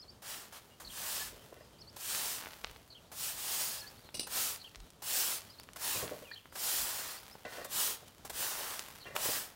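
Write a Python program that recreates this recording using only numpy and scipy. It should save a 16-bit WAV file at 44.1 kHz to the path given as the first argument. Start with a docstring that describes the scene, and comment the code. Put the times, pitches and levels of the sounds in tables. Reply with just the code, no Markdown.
"""Sparrows call over a light breeze, then a stiff push broom lands and sweeps a dry dirt yard in mono.
Bristle hiss and coarse rasp, made of dense random grains, swell with each stroke; flung grit patters after.
From about 1.3 s a shovel further off bites soil, as noise driving its blade modes; filtered pebble snaps
follow from 2.1 s, and near 4.2 s metal chatters and rings. Near 9.2 s the broom head knocks the ground.
Birds whistle gliding notes throughout, far ones twitter, and low puffs of wind hit the microphone."""
import sys
import numpy as np
from scipy import signal
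from scipy.fft import rfft, irfft, next_fast_len
from scipy.io import wavfile
from scipy.ndimage import uniform_filter1d

SR = 44100
rng = np.random.default_rng(int(sys.argv[2]) if len(sys.argv) > 2 else 0)


def store_pcm(level_fs):
    """Save levels as 16-bit WAV."""
    pcm = np.round(np.clip(level_fs, -1, 1) * 32767).astype(np.int16)
    wavfile.write(sys.argv[1], SR, np.atleast_2d(pcm).T)


N = 421155
TIME = np.arange(N) / SR

# arches of broom speed; overlapping arches shape one longer stroke:
# start t/s, length t/s, fastest point as a share of the length, hiss level/dB and rasp level/dB
# (both before the broom's make-up gain), flung grit re hiss level/dB
SPEED_ARCHES = [(0.207, 0.31, 0.29, -47, -54.5, -3), (0.493, 0.119, 0.64, -55, -57, -2),
                (0.826, 0.52, 0.63, -40, -51.5, -8.5), (1.934, 0.42, 0.44, -40.5, -53, 0.5),
                (2.056, 0.39, 0.63, -40.5, -56.5, -7.5), (3.105, 0.28, 0.53, -40, -55, -5),
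                (3.233, 0.66, 0.55, -38, -51.5, -11), (4.264, 0.34, 0.44, -35.5, -48.5, -14.5),
                (4.985, 0.39, 0.53, -34.5, -50, -20), (5.159, 0.26, 0.67, -40, -52.5, -11.5),
                (5.757, 0.35, 0.41, -37.5, -48.5, -3.5), (6.521, 0.52, 0.34, -36.0, -49.5, -8.5),
                (6.707, 0.38, 0.7, -44, -52, -10), (6.882, 0.35, 0.52, -46, -53.5, -3),
                (7.443, 0.26, 0.44, -56.5, -54.5, -19.5), (7.67, 0.33, 0.45, -35.5, -48.0, -16.0),
                (8.302, 0.298, 0.43, -39.0, -49.5, -20), (8.347, 0.53, 0.55, -45, -50, 2.5),
                (9.148, 0.37, 0.35, -37.5, -47, -12.0)]
# colour of bristle tips on fine dust: f/Hz, relative level/dB
HISS_SPECTRUM = [(1500, -33), (2300, -6.5), (2900, -1.5), (3700, -3), (5000, 0.1), (6500, -0.2),
                 (8400, 1.5), (9800, 0.4), (10800, -1), (13500, -0.5), (15400, 2), (17000, -10)]
# colour of bristles dragging coarse dirt: f/Hz, relative level/dB
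RASP_SPECTRUM = [(100, -12), (280, -8.5), (550, -2.5), (1000, 0), (1500, -0.8), (1850, 0), (2200, -6),
                 (3000, -4.5), (5000, -6), (12000, -25)]
# colour of falling and rolling grit: f/Hz, relative level/dB
PATTER_SPECTRUM = [(200, -6), (900, 3), (4000, -2.5), (8000, -6.5), (15000, -5)]
# fine flung grit: impacts per second, size spread level/dB, settling t/s, level/dB re flung grit
SAND = (2498, 4, 0.2, -1)
# sparse larger bits: impacts per second, size spread level/dB, settling t/s, level/dB re hiss
CRUMBS = (55.5, 6, 1, -19.5)
# bristles landing: t/s, peak level/dB, t60 t/s
LANDINGS = [(0.219, -49.5, 0.14), (0.523, -49, 0.14), (0.798, -47, 0.26), (1.962, -44, 0.053),
            (3.115, -46.5, 0.15), (4.268, -41, 0.06), (5.02, -43, 0.08), (5.759, -41.5, 0.074),
            (6.522, -55, 0.11), (6.553, -40.5, 0.11), (7.644, -39.5, 0.072), (8.248, -42.5, 0.1),
            (8.296, -38, 0.066), (9.15, -40, 0.57)]
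# colour of the landing bristles: f/Hz, relative level/dB
LANDING_SPECTRUM = [(100, -17), (600, 7), (1500, 3.5), (2500, -3.5), (8000, -2.0), (15000, -4)]
# broom head knocking on the ground: t/s, peak level/dB, t60 t/s
KNOCKS = [(9.16, -48, 0.028), (9.1628, -26, 0.02)]
# colour of the head's knock: f/Hz, relative level/dB
HEAD_SPECTRUM = [(100, -21), (330, -7), (520, 1), (1100, 7), (1700, -1.5), (2900, 2), (3400, -5),
                 (4200, -8), (8000, -10.5), (15000, -10)]
# pebble clicks and cracks: t/s, peak level/dB, pitch f/Hz
PEBBLES = [(2.149, -30, 3500), (2.424, -40, 2200), (2.508, -45, 3000), (2.439, -40, 1400),
           (2.4592, -37, 1690), (2.47, -37, 1270), (2.534, -41.5, 2500), (2.641, -41, 1480),
           (2.6455, -27.5, 2600), (2.67, -43, 2500), (2.697, -44, 2020), (2.762, -45, 2020),
           (4.09, -45, 1500), (4.561, -39.5, 4850), (4.748, -45, 2520), (4.758, -41, 4200),
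           (4.803, -47.5, 4500), (4.904, -49, 7050), (5.407, -44, 7000), (5.419, -45, 4500),
           (5.634, -48, 7170), (5.689, -42, 1430), (5.734, -45, 6500), (6.079, -37.5, 2500),
           (6.094, -38, 1200), (6.315, -45, 1740), (6.457, -45, 1100), (6.525, -44, 1080),
           (7.266, -47, 3520), (7.354, -40.5, 575), (8.082, -47.5, 7150), (8.794, -29, 5370)]
# shovel bites and dumps: t/s, peak level/dB, dullness as cut-off f/Hz, scrape t60 t/s
SHOVEL_STROKES = [(1.319, -52.5, 450, 1), (1.523, -44, 980, 0.061), (1.561, -52.5, 1200, 0.09),
                  (1.606, -50, 1827, 0.054), (5.948, -43, 400, 0.34), (6.025, -36.5, 750, 0.16),
                  (6.112, -35, 806, 0.19), (6.214, -48.5, 600, 0.18), (7.449, -38.5, 2400, 0.13),
                  (7.52, -50, 2960, 0.77), (7.578, -40.5, 2000, 0.17), (7.613, -44.5, 2000, 0.062),
                  (7.65, -46.5, 1600, 0.26), (8.022, -52, 900, 0.17), (9.054, -44, 2570, 0.41),
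                  (9.148, -39.5, 1500, 0.14), (9.255, -37, 600, 0.055), (9.282, -39, 700, 0.085)]
# ringing modes of the shovel blade: f/Hz, relative level/dB, t60 t/s
BLADE_MODES = [(150, -2, 0.025), (504, -13, 0.11), (562, -6, 0.095), (610, -0.5, 0.082), (708, 6.5, 0.018),
               (1116, -1, 0.028), (1490, -14.5, 0.16), (1870, -6, 0.086), (2026, 1.5, 0.037),
               (2420, -11, 0.15), (2760, -5, 0.09)]
# blows on a small metal part: t/s, peak level/dB, rattle t60 t/s, relative low knock level/dB
CLANKS = [(4.143, -39.5, .04, 8.5), (4.15, -39, 0.054, 6), (4.168, -44.5, 0.15, 3),
          (4.195, -29, 0.023, -2.5), (4.205, -39.5, 0.08, -4), (4.229, -43, 0.089, 3)]
# colour of the metal chatter above its low knock: f/Hz, relative level/dB
CHATTER_SPECTRUM = [(900, -5), (1700, -15), (2800, -2.5), (5200, 5.5), (7000, -8), (9500, -0.5),
                    (12000, -11), (16000, -13)]
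# ringing modes of the metal part: f/Hz, relative level/dB, t60 t/s
METAL_MODES = [(2640, -9.5, 0.24), (2890, 4, 0.028), (4120, -7, .03), (4404, -19, 0.049), (4930, -4, .04),
               (5540, -11, 0.063), (5950, -14, .2), (6120, 0, .04), (8160, 8.5, 0.04), (9250, -3, 0.11),
               (10150, -3, .06), (13810, 0, .08)]
# two syllables of each sparrow call: t/s from the call's start, pitch f/Hz
CHIRRUP = [
    [(0, 4260), (.015, 5000), (.026, 4970), (.034, 5700), (.039, 4460), (.058, 4040)],
    [(.088, 4100), (.103, 4580), (.114, 4700), (.12, 5500), (.126, 4200)],
]
CHURR = [
    [(0, 4390), (.018, 4380), (.042, 4060)],
    [(.042, 2870), (.06, 3280), (.077, 3010), (.094, 2510)],
]
# sparrow calls by name, each a list of syllables: pitch contour, trill depth as a share of the pitch,
# relative level/dB
SONGS = {"chirrup": [(CHIRRUP[0], .012, 0), (CHIRRUP[1], .012, 0)], "churr": [(CHURR[0], 0.062, 1),
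         (CHURR[1], 0.038, -2.1)]}
# sparrow calls: t/s, call name, level/dB before the birds' loudness wander
CHIRPS = [(-.014, "chirrup", -53), (0.844, "churr", -53), (1.781, "chirrup", -55), (2.9, "churr", -53),
          (3.774, "chirrup", -51), (4.593, "churr", -53), (5.493, "chirrup", -57.5), (6.31, "churr", -53),
          (7.074, "chirrup", -54), (8.996, "churr", -54)]
# single notes of other birds: t/s, length t/s, level/dB before the wander, start, middle and end pitch f/Hz
WHISTLES = [(0.699, 0.053, -67, 2670, 2880, 2780), (1.19, 0.053, -51, 1640, 1730, 1710),
            (3.04, .07, -71, 3070, 4230, 5000), (3.82, 0.055, -53, 1700, 1690, 1700),
            (3.975, .038, -61, 4100, 4700, 4540), (4.04, 0.067, -60, 2975, 4200, 2800),
            (5.89, 0.11, -51, 3440, 2560, 2530), (6.227, 0.11, -56, 3500, 2490, 2540),
            (6.312, 0.015, -45.5, 1580, 1810, 1950), (7.304, 0.047, -58.5, 4400, 5250, 5000)]
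# colour of the open-air hush: f/Hz, relative level/dB
AIR_SPECTRUM = [(15, -38), (25, -11), (75, 0.5), (160, -2.5), (289, -7), (368, -8), (421, -7), (582, -8.5),
                (1380, -16), (1490, -18), (2120, -22), (2770, -21), (3000, -18), (15500, -30)]
# wind puffs on the microphone: centre t/s, level/dB, Gaussian width t/s
PUFFS = [(0.868, -58, 0.04), (1.29, -62, .07), (2.68, -56, .05), (4.805, -51, 0.036), (6.82, -53, 0.027),
         (8.33, -54, 0.027)]
# colour of the puffs: f/Hz, relative level/dB
PUFF_SPECTRUM = [(15, -30), (42, 11), (70, 2), (160, -38), (1000, -72)]

HISS_POWER, RASP_POWER, FLING_POWER = 1.8, 1.46, 2.26  # each grows as this power of the broom's speed
SWELLS_PER_S, SWELL_DB = 22, 0.46  # each push swells and sags slightly at random
SWING_IN_S = 0.04  # an arch may start this long before the bristles touch down
TRILL_HZ = 228
TWITTER_PER_S, TWITTER_S, TWITTER_DB = 6, 0.05, -67  # notes a second, note length, loudest note
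TWITTER_LOW_HZ, TWITTER_HIGH_HZ = 2990, 5260  # pitch at the top of each arch
TOP_HZ = 15800


def undb(db):
    """Decibels to gain."""
    return 10 ** (np.asarray(db) / 20)


def unit(x):
    """Scale to a standard deviation of 1."""
    return x / np.std(x)


def add(track, s, sound):
    """Mix a sound into the track at s seconds."""
    i = int(s * SR)
    sound = sound[max(-i, 0):N - i]
    start = max(i, 0)
    track[start:start + len(sound)] += sound


def butter(x, hz, kind, order=2):
    """Causal low- or high-pass."""
    sos = signal.butter(order, min(hz, SR / 2 - 500), kind, fs=SR, output="sos")
    return signal.sosfilt(sos, x)


def colour(x, points):
    """Filter x through a curve of (Hz, dB) points, then level it to 1."""
    hz, db = np.transpose(points)
    size = next_fast_len(len(x))
    f = np.maximum(np.fft.rfftfreq(size, 1 / SR), 1)
    gain = undb(np.interp(np.log(f), np.log(hz), db))
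    return unit(irfft(rfft(x, size) * gain, size)[:len(x)])


def walk(rate):
    """Smooth random wander with rate new values a second, spread 1."""
    k = max(int(SR / rate), 1)
    steps = np.repeat(rng.standard_normal(N // k + 1), k)
    return unit(uniform_filter1d(steps, k)[:N])


def grains(rate, spread_db):
    """Random tiny impacts, rate a second, a few much larger than the rest."""
    size = undb(spread_db * np.minimum(rng.exponential(size=N), 4))
    hits = rng.random(N) < rate / SR
    return unit(hits * rng.choice([-1, 1], N) * size)


def burst(t60, rise):
    """A crowd of contacts that builds quickly and dies away, at most half a second long."""
    t = TIME[:SR // 2]
    return rng.standard_normal(len(t)) * (1 - np.exp(-t / rise)) * undb(-60 * t / t60)


def ring(push, modes, direct):
    """Drive a body's decaying modes; part of the contact noise radiates directly."""
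    t = TIME[:SR // 2]
    body = sum(np.sin(2 * np.pi * hz * t) * undb(db - 60 * t / t60) for hz, db, t60 in modes)
    ringing = signal.fftconvolve(push, body / np.linalg.norm(body))[:len(push)]
    return ringing + direct * push


def peak(x, db):
    """Set the level of the loudest two milliseconds."""
    return x * undb(db) / np.sqrt(uniform_filter1d(x * x, size=88).max())


def broom(hiss, rasp):
    """Thousands of bristle tips flick over fine dust and drag coarser dirt; tufts catch and slip together."""
    catch_db = 0.46 * walk(70) + 0.3 * walk(400)
    tips = shimmer(colour(grains(24000, spread_db=0.5), HISS_SPECTRUM), depth_db=1.5)
    # the sweeper comes closer and the highest hiss opens up
    high_pass = signal.butter(2, 11500, "high", fs=SR, output="sos")
    top = signal.sosfiltfilt(high_pass, tips)
    opening_db = np.interp(TIME, [0, TIME[-1]], [-2.2, 1.8])
    tips = tips + top * (undb(opening_db) - 1)
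    dirt = shimmer(colour(grains(7000, spread_db=2.0), RASP_SPECTRUM), depth_db=1.5)
    dust_sound = tips * hiss * undb(2.0 + catch_db)
    dirt_sound = dirt * rasp * undb(5 + catch_db + 0.72 * walk(45))
    return dust_sound + dirt_sound


def stroke_strengths():
    """Arches of broom speed, summed in power into strokes, drive the hiss, rasp and flung grit."""
    power = np.zeros((3, N))
    for s, length, fastest, hiss_db, rasp_db, grit_db in SPEED_ARCHES:
        swing = np.interp((TIME - s) / length, [0, np.clip(fastest, .1, .9), 1], [0, .5, 1])
        # silent until the bristles land, if a landing follows closely
        touch = next((row[0] for row in LANDINGS if s < row[0] < s + SWING_IN_S), s)
        speed = np.sin(np.pi * swing) * (TIME >= touch)
        power[0] += (undb(hiss_db) * speed ** HISS_POWER) ** 2
        power[1] += (undb(rasp_db) * speed ** RASP_POWER) ** 2
        power[2] += (undb(hiss_db + grit_db) * speed ** FLING_POWER) ** 2
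    return np.sqrt(power) * undb(SWELL_DB * walk(SWELLS_PER_S))


def shimmer(x, depth_db):
    """Narrow bands of the sound swell and fade slightly at random."""
    spectrum = signal.stft(x, nperseg=1024)[2]
    patches = rng.standard_normal(spectrum.shape)
    for axis in (0, 1):  # smooth across frequency, then time
        patches = uniform_filter1d(patches, size=7, axis=axis)
    return unit(signal.istft(spectrum * undb(depth_db * unit(patches)))[1][:N])


def grit(thrown, rate, spread_db, settle_s, db):
    """Grit thrown by a stroke keeps pattering down and rolling after it."""
    keep = np.exp(-1 / (settle_s * SR))
    airborne = signal.lfilter([1 - keep], [1, -keep], thrown)
    return colour(grains(rate, spread_db), PATTER_SPECTRUM) * airborne * undb(db)


def landings():
    """The bristle tips hit the ground almost together; pressed hard, the head knocks too."""
    out = np.zeros(N)
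    for s, db, t60 in LANDINGS:
        brush = colour(burst(t60, rise=0.0034), LANDING_SPECTRUM)
        add(out, s, peak(brush, db))
    for s, db, t60 in KNOCKS:
        knock = colour(burst(t60, rise=0.0008), HEAD_SPECTRUM)
        add(out, s, peak(knock, db))
    return out


def pebbles():
    """A stone gives one sharp snap and a short crumble; big stones sound lower."""
    out = np.zeros(N)
    for s, db, hz in PEBBLES:
        # the harder the snap, the less crumble beside it
        contact = undb(-25 - 0.38 * (db + 43)) * burst(t60=0.026, rise=0.0003)
        contact[0] += 1
        dulled = butter(contact, hz * 1.68, "low", order=3)
        snap = butter(dulled, hz * 0.19, "high", order=1)
        add(out, s, peak(snap, db))
    return out


def shovel():
    """Stony soil grinds along the blade; soft loads only wake its low modes."""
    out = np.zeros(N)
    for s, db, hz, t60 in SHOVEL_STROKES:
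        dulled = butter(burst(t60, rise=0.0016), hz, "low")
        soil = butter(dulled, hz / 4, "high", order=1)
        add(out, s, peak(ring(soil, BLADE_MODES, direct=1.2), db))
    return out


def clanks():
    """Loose metal chatters and rings briefly, with a dull knock under it."""
    out = np.zeros(N)
    for s, db, t60, knock_db in CLANKS:
        low_knock = [(80, knock_db), (260, knock_db + 3.5)]
        chatter = colour(burst(t60, rise=0.00035), low_knock + CHATTER_SPECTRUM)
        add(out, s, peak(ring(chatter, METAL_MODES, direct=1), db))
    return out


def birds():
    """Glided, trilled whistles of unsteady loudness, scattered by the walls and the bank."""
    out = np.zeros(N)
    for s, call, db in CHIRPS:
        for contour, trill, syllable_db in SONGS[call]:
            add(out, s + contour[0][0], undb(db + syllable_db) * whistle(contour, trill))
    for s, length, db, first_hz, middle_hz, last_hz in WHISTLES:
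        t = TIME[:int(length * SR)]
        curve = np.polyfit([0, length / 2, length], [first_hz, middle_hz, last_hz], 2)
        arc = np.polyval(curve, t)
        add(out, s, undb(db) * whistle(np.column_stack([t, arc]), trill=.006))
    out = out * undb(0.5 + 3.8 * walk(160))
    return out + undb(-15) * yard(out, t60=0.23)


def whistle(contour, trill):
    """One glided note along (s, Hz) points, with a fast trill on its pitch."""
    knots, pitch = np.transpose(contour)
    t = np.arange(knots[0], knots[-1], 1 / SR)
    wobble = np.sin(2 * np.pi * (TRILL_HZ * t + rng.random()))
    hz = np.interp(t, knots, pitch) * (1 + trill * wobble)
    return np.sin(2 * np.pi * np.cumsum(hz) / SR) * signal.windows.tukey(len(t), .4)


def twitter():
    """Far birds: faint short arched notes at random times and pitches, blurred by the yard."""
    out = np.zeros(N)
    for when, height, glide, far in rng.random((int(TWITTER_PER_S * TIME[-1]), 4)):
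        hz = TWITTER_LOW_HZ + height * (TWITTER_HIGH_HZ - TWITTER_LOW_HZ)
        first_hz = hz * (1 - .3 * glide)
        last_hz = hz * (1 - .3 * (1 - glide))
        note = whistle([(0, first_hz), (TWITTER_S / 2, hz), (TWITTER_S, last_hz)], trill=.025)
        add(out, when * TIME[-1], undb(TWITTER_DB - 6.1 * far) * note)
    return out + yard(out, t60=0.3)


def yard(x, t60):
    """Thin, dull scatter from the house front and the garden wall, as a decaying noise tail."""
    tail = butter(burst(t60, rise=0.0093), 5600, "low", order=1)
    return signal.fftconvolve(x, tail / np.linalg.norm(tail))[:N]


def breeze():
    """Open-air hush that wavers slightly, with low puffs on the microphone."""
    hush_db = -60.5 + 0.8 * walk(1) + 1.7 * walk(28)
    hush = colour(rng.standard_normal(N), AIR_SPECTRUM) * undb(hush_db)
    gust = sum(undb(db) * np.exp(-((TIME - s) / width) ** 2) for s, db, width in PUFFS)
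    return hush + gust * colour(rng.standard_normal(N), PUFF_SPECTRUM)


def scene():
    """Broom, stones and tools in the yard, with birds and breeze, the same in both ears."""
    hiss, rasp, flung = stroke_strengths()
    sweeping = broom(hiss, rasp) + grit(flung, *SAND) + grit(hiss, *CRUMBS) + landings()
    work = sweeping + pebbles() + clanks() + shovel()
    mono = work + undb(-17) * yard(work, t60=0.41) + birds() + twitter() + breeze()
    return np.array([mono, mono])


def record(dry):
    """The recorder cuts the top steeply."""
    return signal.sosfilt(signal.ellip(12, .1, 75, TOP_HZ, fs=SR, output="sos"), dry)


dry = scene()
out = record(dry)
store_pcm(out)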